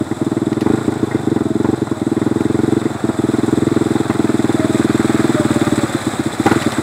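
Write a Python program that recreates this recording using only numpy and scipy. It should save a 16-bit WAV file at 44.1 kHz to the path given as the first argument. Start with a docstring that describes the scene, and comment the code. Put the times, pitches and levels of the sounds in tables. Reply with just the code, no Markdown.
"""A single-cylinder four-stroke engine thumps about twenty times a second as its vehicle creeps closer.
Each firing sends pressure waves down the pipe and through the silencer, with a rasp of turbulent gas;
it misses when the throttle eases. The fan rushes, valves clatter, gears whine, a loose panel rings
and slack in the drive clacks. Close by, the tyres hiss on the muddy field.
The strongest thumps overload the microphone."""
import sys
import numpy as np
from scipy import signal
from scipy.fft import rfft, irfft
from scipy.io import wavfile

SR = 44100
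rng = np.random.default_rng(int(sys.argv[2]) if len(sys.argv) > 2 else 0)


def file_out(sig):
    """Save sig as 16-bit WAV at sys.argv[1]."""
    # one column per channel
    cols = np.atleast_2d(sig).T
    # limit, then scale
    lim = np.clip(cols, -1, 1)
    pcm = np.round(lim * 32767).astype(np.int16)
    wavfile.write(sys.argv[1], SR, pcm)


N = 300762
TIME, HZ = np.arange(N) / SR, np.fft.rfftfreq(N, 1 / SR)
HIT_TIME = TIME[:SR // 4]  # time axis of a one-shot


def amp(db):
    """Decibels to gain."""
    return 10 ** (np.asarray(db) / 20)


def unit_rms(x):
    """Normalises to rms 1."""
    return x / np.sqrt(np.mean(x ** 2) + 1e-20)


def curve(rows, t):
    """Reads an automation lane with straight ramps between its points."""
    return np.interp(t, *np.transpose(rows))


def colour(x, eq, modes=()):
    """Shapes x with an EQ curve and adds resonant peaks on top, at rms 1."""
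    f, db = np.transpose(eq)
    gain = amp(np.interp(np.log(HZ + 1), np.log(f), db))
    peaks = sum(amp(level) ** 2 / (1 + (2 * (HZ - hz) / width) ** 2) ** 2 for hz, width, level in modes)
    return unit_rms(irfft(rfft(x) * gain * np.sqrt(1 + peaks), N))


def wander(rate_hz):
    """Smooth random modulation, rms 1."""
    lowpass = np.exp(-(HZ / rate_hz) ** 2) * (HZ > 0)
    return unit_rms(irfft(rfft(rng.standard_normal(N)) * lowpass, N))


def strike(times, gains, one_shot):
    """Triggers the one-shot at each of the times."""
    train = np.zeros(N)
    train[np.clip(np.round(times * SR).astype(int), 0, N - 1)] = gains
    return signal.oaconvolve(train, one_shot)[:N]


def burst(rise_s, decay_s):
    """Attack-decay envelope."""
    return (1 - np.exp(-HIT_TIME / rise_s)) * np.exp(-HIT_TIME / decay_s)


# engine speed as the throttle opens and closes: t/s, cycle rate/Hz
SPEED = [(0.0, 19.344), (0.6, 20.061), (0.72, 28.499), (1.078, 25.724), (1.513, 19.856), (1.693, 24.052),
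         (1.955, 19.343), (2.761, 22.998), (3.165, 19.831), (3.482, 21.3), (4.096, 20.804), (4.461, 19.686),
         (5.201, 20.276), (5.488, 18.281), (5.732, 18.479), (6.384, 14.09), (6.531, 21.402), (6.82, 14.167)]
CRUISE_HZ = 19.65


def crank_cycles(first_firing_s=.008):
    """Running count of working cycles; each whole number is a firing point."""
    cycles = np.cumsum(curve(SPEED, TIME)) / SR
    return cycles - np.interp(first_firing_s, TIME, cycles)


def pull(t, span_hz=2.1):
    """How hard the engine pulls: -1 with the throttle shut, 0 cruising, 1 wide open."""
    return np.tanh((curve(SPEED, t) - CRUISE_HZ) / span_hz)


# level ride as the vehicle comes closer: t/s, level/dB
APPROACH = [(0, 1.5), (1.5, 0.75), (4.2, 5.5), (5.5, 9), (6.82, 9.5)]


def fader_db(t, base_db, approach, octave_db):
    """A layer's level: it follows the approach in proportion and gains octave_db as the speed doubles."""
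    return base_db + approach * curve(APPROACH, t) + octave_db * np.log2(curve(SPEED, t) / CRUISE_HZ)


# stumbles, the engine catching once after each run: t/s, misses per run, runs, first miss level/dB
STUMBLES = [(.06, 1, 2, -17), (.77, 3, 2, -8), (1.07, 2, 2, -8.5), (1.77, 1, 3, -11), (2.81, 1, 1, -6.5),
            (2.9, 2, 1, -10), (2.99, 1, 1, -27), (3.14, 1, 1, -16), (4.05, 1, 2, -6), (5.89, 1, 3, -14),
            (6.33, 1, 1, -15), (6.61, 1, 2, -10)]
# accents as the throttle snaps open, the last one ducked: t/s, rasp level change/dB
ACCENTS = [(.66, 5), (1.644, 7.5), (4.095, 7), (6.459, 13.5), (6.512, 10), (6.558, -13)]


def firings(cycles, uneven_db=0.12, starve_db=-1.5, miss_lag_s=.004):
    """Time, thump change and rasp change of each cycle; a poor burn leaves weak and late as the crank lags."""
    times = np.interp(np.arange(int(cycles[-1]) + 1), cycles, TIME)
    thump_db, lag = uneven_db * rng.standard_normal(len(times)), np.zeros(len(times))
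    for start, misses, runs, db in STUMBLES:
        first, nth = np.argmin(abs(times - start)), np.arange(misses)
        for run in range(runs):
            missed = first + run * (misses + 1) + nth
            thump_db[missed], lag[missed] = db + starve_db * nth, miss_lag_s
    rasp_db = 0.22 * thump_db  # the rasp hardly drops in a miss
    for at, db in ACCENTS:
        k = np.argmin(abs(times - at))
        thump_db[k], rasp_db[k] = 0.088 * db, db
    return times + lag, thump_db, rasp_db


# long boom of the pipe: f/Hz, width/Hz, level/dB
PIPE_BOOM = [(86.3, 10.8, 1), (338.4, 13.6, -15)]


def silencer_response():
    """Outlet, chamber and muffling act as band-pass, high-pass and low-pass; the pipe booms on top."""
    s = 1j * HZ

    def resonator(hz, width_hz):
        return 1 / (s * s + s * width_hz + hz ** 2)

    outlet = s * 77 * resonator(hz=328, width_hz=77)
    chamber = s * s * resonator(hz=130, width_hz=60)
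    muffling = 178 ** 2 * resonator(hz=178, width_hz=251)
    boom = 1 + sum(amp(db) * s * width * resonator(hz, width) for hz, width, db in PIPE_BOOM)
    low_cut = 1 - np.exp(-(HZ / 66) ** 4)  # so small an outlet radiates no deep bass
    return outlet * chamber * muffling * boom * low_cut


# pressure waves reflected to and fro in the tail pipe: delay/ms, signed gain
PIPE_WAVES = [(0, .41), (1.53, -1), (5.69, -.32), (7.11, .64), (10.94, -.7), (13.57, -.26)]


def exhaust_thumps(times, thump_db, makeup_db=44, uneven=0.11, jitter_ms=0.2, edge_hz=450, bite=0.79):
    """Each firing sends pressure waves along the pipe and out through the silencer."""
    scatter, drift = rng.standard_normal((2, len(times), len(PIPE_WAVES)))
    stretch = 1 - 0.0082 * pull(times)  # hotter gas carries the reflections sooner
    level_db = fader_db(times, base_db=-1.97, approach=0.43, octave_db=6.3)

    def wave_spectrum(change_db):
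        waves = np.zeros(N)
        for k, (ms, gain) in enumerate(PIPE_WAVES):
            delay_ms = ms * stretch + jitter_ms * drift[:, 0] * np.sqrt(ms / 10)
            gains = amp(level_db + change_db) * gain * (1 + uneven * scatter[:, k])
            waves += strike(times + delay_ms / 1000, gains, np.ones(1))
        return rfft(waves)

    # the piston still pumps air in a miss, so the low end drops less
    lows = np.exp(-(HZ / 190) ** 4)
    pressure = lows * wave_spectrum(0.46 * thump_db) + (1 - lows) * wave_spectrum(thump_db)
    thumps = amp(makeup_db) * irfft(pressure * silencer_response(), N)
    # an open throttle steepens the pulse, which lifts the top of its band
    edge_band = np.exp(-(np.log((HZ + 1) / edge_hz) / 0.13) ** 2)
    return thumps + bite * pull(TIME) * irfft(rfft(thumps) * edge_band, N)


def with_ground_echo(x, wet_db=-19, decay_s=0.056):
    """The ground scatters a faint, short tail."""
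    tail = burst(0.0074, decay_s) * rng.standard_normal(len(HIT_TIME))
    return x + amp(wet_db) * signal.oaconvolve(x, tail / np.linalg.norm(tail))[:N]


# EQ of the turbulent gas: f/Hz, level/dB
RASP_EQ = [(45, -32), (100, -0.5), (180, 9.5), (440, 5), (540, 3), (700, -8), (1100, 3.5), (1280, -6.5),
           (1550, -11), (1750, -10.5), (2300, -19), (2900, -30), (5000, -35), (15000, -40)]
# ring of the silencer's shell: f/Hz, width/Hz, added peak level/dB
SHELL_MODES = [(806, 110, 13.5), (1429, 95, 15), (1970, 120, 9.5), (1940, 77, -5)]


def exhaust_rasp(times, thump_db, rasp_db, shell_db=-2, spit_db=-1):
    """A puff of turbulent gas at each firing rings the silencer's shell; a misfire spits more abruptly."""
    gains = amp(rasp_db + 3.0 * rng.standard_normal(len(times)))
    puff, missed = burst(0.0041, 0.013), thump_db < -4.5
    spits = strike(times + 0.0028, gains * missed * amp(spit_db), burst(0.00047, 0.0022))
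    gas = unit_rms((strike(times, gains, puff) + spits) * rng.standard_normal(N))
    shell = unit_rms(strike(times, gains, puff * rng.standard_normal(len(puff))))  # alike every time
    level_db = fader_db(TIME, base_db=-32.5, approach=0.57, octave_db=3.3)
    return colour(gas + amp(shell_db) * shell, RASP_EQ, SHELL_MODES) * amp(level_db)


# EQ of the fan and intake: f/Hz, level/dB
FAN_EQ = [(25, -31), (55, -5.5), (90, 3), (170, 4), (300, 9.5), (480, 1.5), (700, 6), (1000, -1),
          (1400, -3), (1750, -8.5), (2100, -14), (2900, -23), (4500, -20), (12000, -38.5)]


def fan_rush(level_db):
    """Air through the fan and intake lays a steady noise bed."""
    return colour(rng.standard_normal(N), FAN_EQ) * amp(level_db)


# EQ of the clatter: f/Hz, level/dB
CLATTER_EQ = [(1000, -37), (2100, -7), (2900, -13), (3400, 1.5), (4300, -10), (5400, -7.5), (6100, -10.5),
              (7100, -1), (8800, -8), (9350, -9), (10300, -6.5), (11800, -18), (14100, -15.5), (15400, -22)]
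# ring of the engine's metal: f/Hz, width/Hz, added peak level/dB
METAL_MODES = [(3551, 55, 6), (3826, 310, 10), (4060, 82, 15), (5030, 160, 8), (7550, 66, 12),
               (8010, 163, 15), (8720, 300, 9), (10100, 120, -12), (13450, 350, 2)]


def engine_clatter(times, cycles, swing_db=1.0, grain_db=1.5, tap_db=-8, knock_db=-10):
    """Chain and piston rattle hardest around compression; the valves tap at their own crank angles."""
    compression = np.cos(2 * np.pi * (cycles - .05))
    rattle = rng.standard_normal(N)
    rattle *= amp(swing_db * compression + grain_db * wander(350) + 0.92 * wander(26))
    taps = np.zeros(N)
    for phase, db in [(.13, 0.5), (.66, 6.8), (.93, -6.5)]:  # phase/cycles, level/dB
        at = np.interp(np.arange(len(times)) + phase, cycles, TIME)
        tap = burst(0.0002, 0.0073) * rng.standard_normal(len(HIT_TIME))
        taps += strike(at, amp(db + 3.6 * rng.standard_normal(len(at))), tap)
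    metal = colour(unit_rms(rattle) + amp(tap_db) * unit_rms(taps), CLATTER_EQ, METAL_MODES)
    # the piston knocks the cylinder's lowest mode just ahead of each exhaust pulse
    ring = burst(0.00018, 0.014) * np.sin(2 * np.pi * METAL_MODES[0][0] * HIT_TIME)
    knock = unit_rms(strike(times - .005, amp(1.5 * rng.standard_normal(len(times))), ring))
    level_db = fader_db(TIME, base_db=-44, approach=1.225, octave_db=2.6)
    return (metal + amp(knock_db) * knock) * amp(level_db)


# partials of the whine: multiple of the cycle rate, level/dB
GEAR_ORDERS = [(32, 0), (64, -2)]
# the gear case rings when a partial sweeps through: f/Hz, width/Hz, added peak level/dB
CASE_MODES = [(600, 70, 14), (830, 80, 11)]


def gear_whine(cycles, sway=0.0036, waver_db=2.5, fading_db=4.0, slowing_db=5, settle_s=0.3):
    """Teeth mesh in step with the crank, which sways in every cycle; they sing out as the engine slows."""
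    phase = cycles + sway * np.sin(2 * np.pi * cycles) / (2 * np.pi) + 0.00059 * wander(30)
    speed, teeth = curve(SPEED, TIME), 0
    for order, db in GEAR_ORDERS:
        case = 1 + sum(amp(peak_db) / (1 + (2 * (order * speed - hz) / width) ** 2)
                       for hz, width, peak_db in CASE_MODES)
        teeth += case * amp(db + waver_db * wander(25)) * np.sin(2 * np.pi * order * phase)
    change, pole = speed - speed[0], np.exp(-1 / (settle_s * SR))
    slowing = np.tanh(signal.lfilter([1 - pole], [1, -pole], change) - change)
    level_db = fader_db(TIME, base_db=-53, approach=0.86, octave_db=7.7)
    return teeth * amp(level_db + slowing_db * slowing + fading_db * wander(12))


# modes of the loose panel: f/Hz, level/dB, decay/s
PANEL_MODES = [(1010, -18, 0.0054), (1890, -3, 0.0094), (2092, -7, 0.014)]


def loose_panel(times, rasp_db, spread_db=7.0):
    """The firings shake a loose sheet of metal; the hard ones set it ringing."""
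    level_db = fader_db(times, base_db=-38.5, approach=1, octave_db=5.1)
    gains = amp(level_db + rasp_db + spread_db * rng.standard_normal(len(times)))
    ring = sum(amp(db) * burst(0.003, decay) * np.sin(2 * np.pi * hz * HIT_TIME)
               for hz, db, decay in PANEL_MODES)
    return strike(times, gains, ring)


# cues of the drive's clacks: t/s, level/dB, decay/s
CLACK_CUES = [(0.529, -27, 0.0044), (0.608, -25, 0.015), (2.408, -25.5, 0.003), (6.462, -17.5, 0.0091),
              (6.516, -18.5, 0.008), (6.562, -36, .008), (6.621, -20, 0.011), (6.72, -23, 0.013)]
# EQ of a clack: f/Hz, level/dB
CLACK_EQ = [(300, -16), (800, 6.5), (1600, 0.5), (2300, 3), (2900, -0.5), (4500, -2), (7000, -10),
            (10000, -10), (15000, -24)]
# its metallic ring: f/Hz, width/Hz, added peak level/dB
CLACK_MODES = [(1950, 210, 9.5)]


def drive_clacks():
    """Slack in the drive is taken up with short metallic knocks."""
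    envelope = sum(strike(np.array([t]), amp(db), burst(0.00022, decay)) for t, db, decay in CLACK_CUES)
    return envelope * colour(rng.standard_normal(N), CLACK_EQ, CLACK_MODES)


# EQ of tyres on wet mud: f/Hz, level/dB
TYRE_EQ = [(500, -29), (900, -8.5), (1200, 9.5), (1600, 6), (2050, 2), (2500, -1.5), (2900, -13.5),
           (4500, -8), (6000, -36), (12000, -27)]


def tyre_hiss(fan_db, top_db=-25, steepness=3.3, grain_db=2.5):
    """The tyres' wet, grainy hiss only carries from close by, so it fades in more steeply than the fan."""
    hiss = colour(rng.standard_normal(N) * amp(grain_db * wander(180)), TYRE_EQ)
    return hiss * amp(top_db + steepness * (fan_db - fan_db.max()))


def scene():
    """Mono mix of the approaching vehicle, with the crank as the engine's clock."""
    cycles = crank_cycles()
    times, thump_db, rasp_db = firings(cycles)
    fan_db = fader_db(TIME, base_db=-32, approach=0.68, octave_db=4.3)
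    exhaust = with_ground_echo(exhaust_thumps(times, thump_db)) + exhaust_rasp(times, thump_db, rasp_db)
    machinery = fan_rush(fan_db) + engine_clatter(times, cycles) + gear_whine(cycles)
    chassis = loose_panel(times, rasp_db) + drive_clacks() + tyre_hiss(fan_db)
    return (exhaust + machinery + chassis)[None]


def record(dry, ceiling=.7, cutoff_hz=15720):
    """The microphone clips the tallest peaks; a steep low-pass trims the top."""
    lowpass = signal.firwin(511, cutoff_hz, window=("kaiser", 9), fs=SR)
    return signal.oaconvolve(np.clip(dry, -ceiling, ceiling), lowpass[None], "same")


dry = scene()
out = record(dry)
file_out(out)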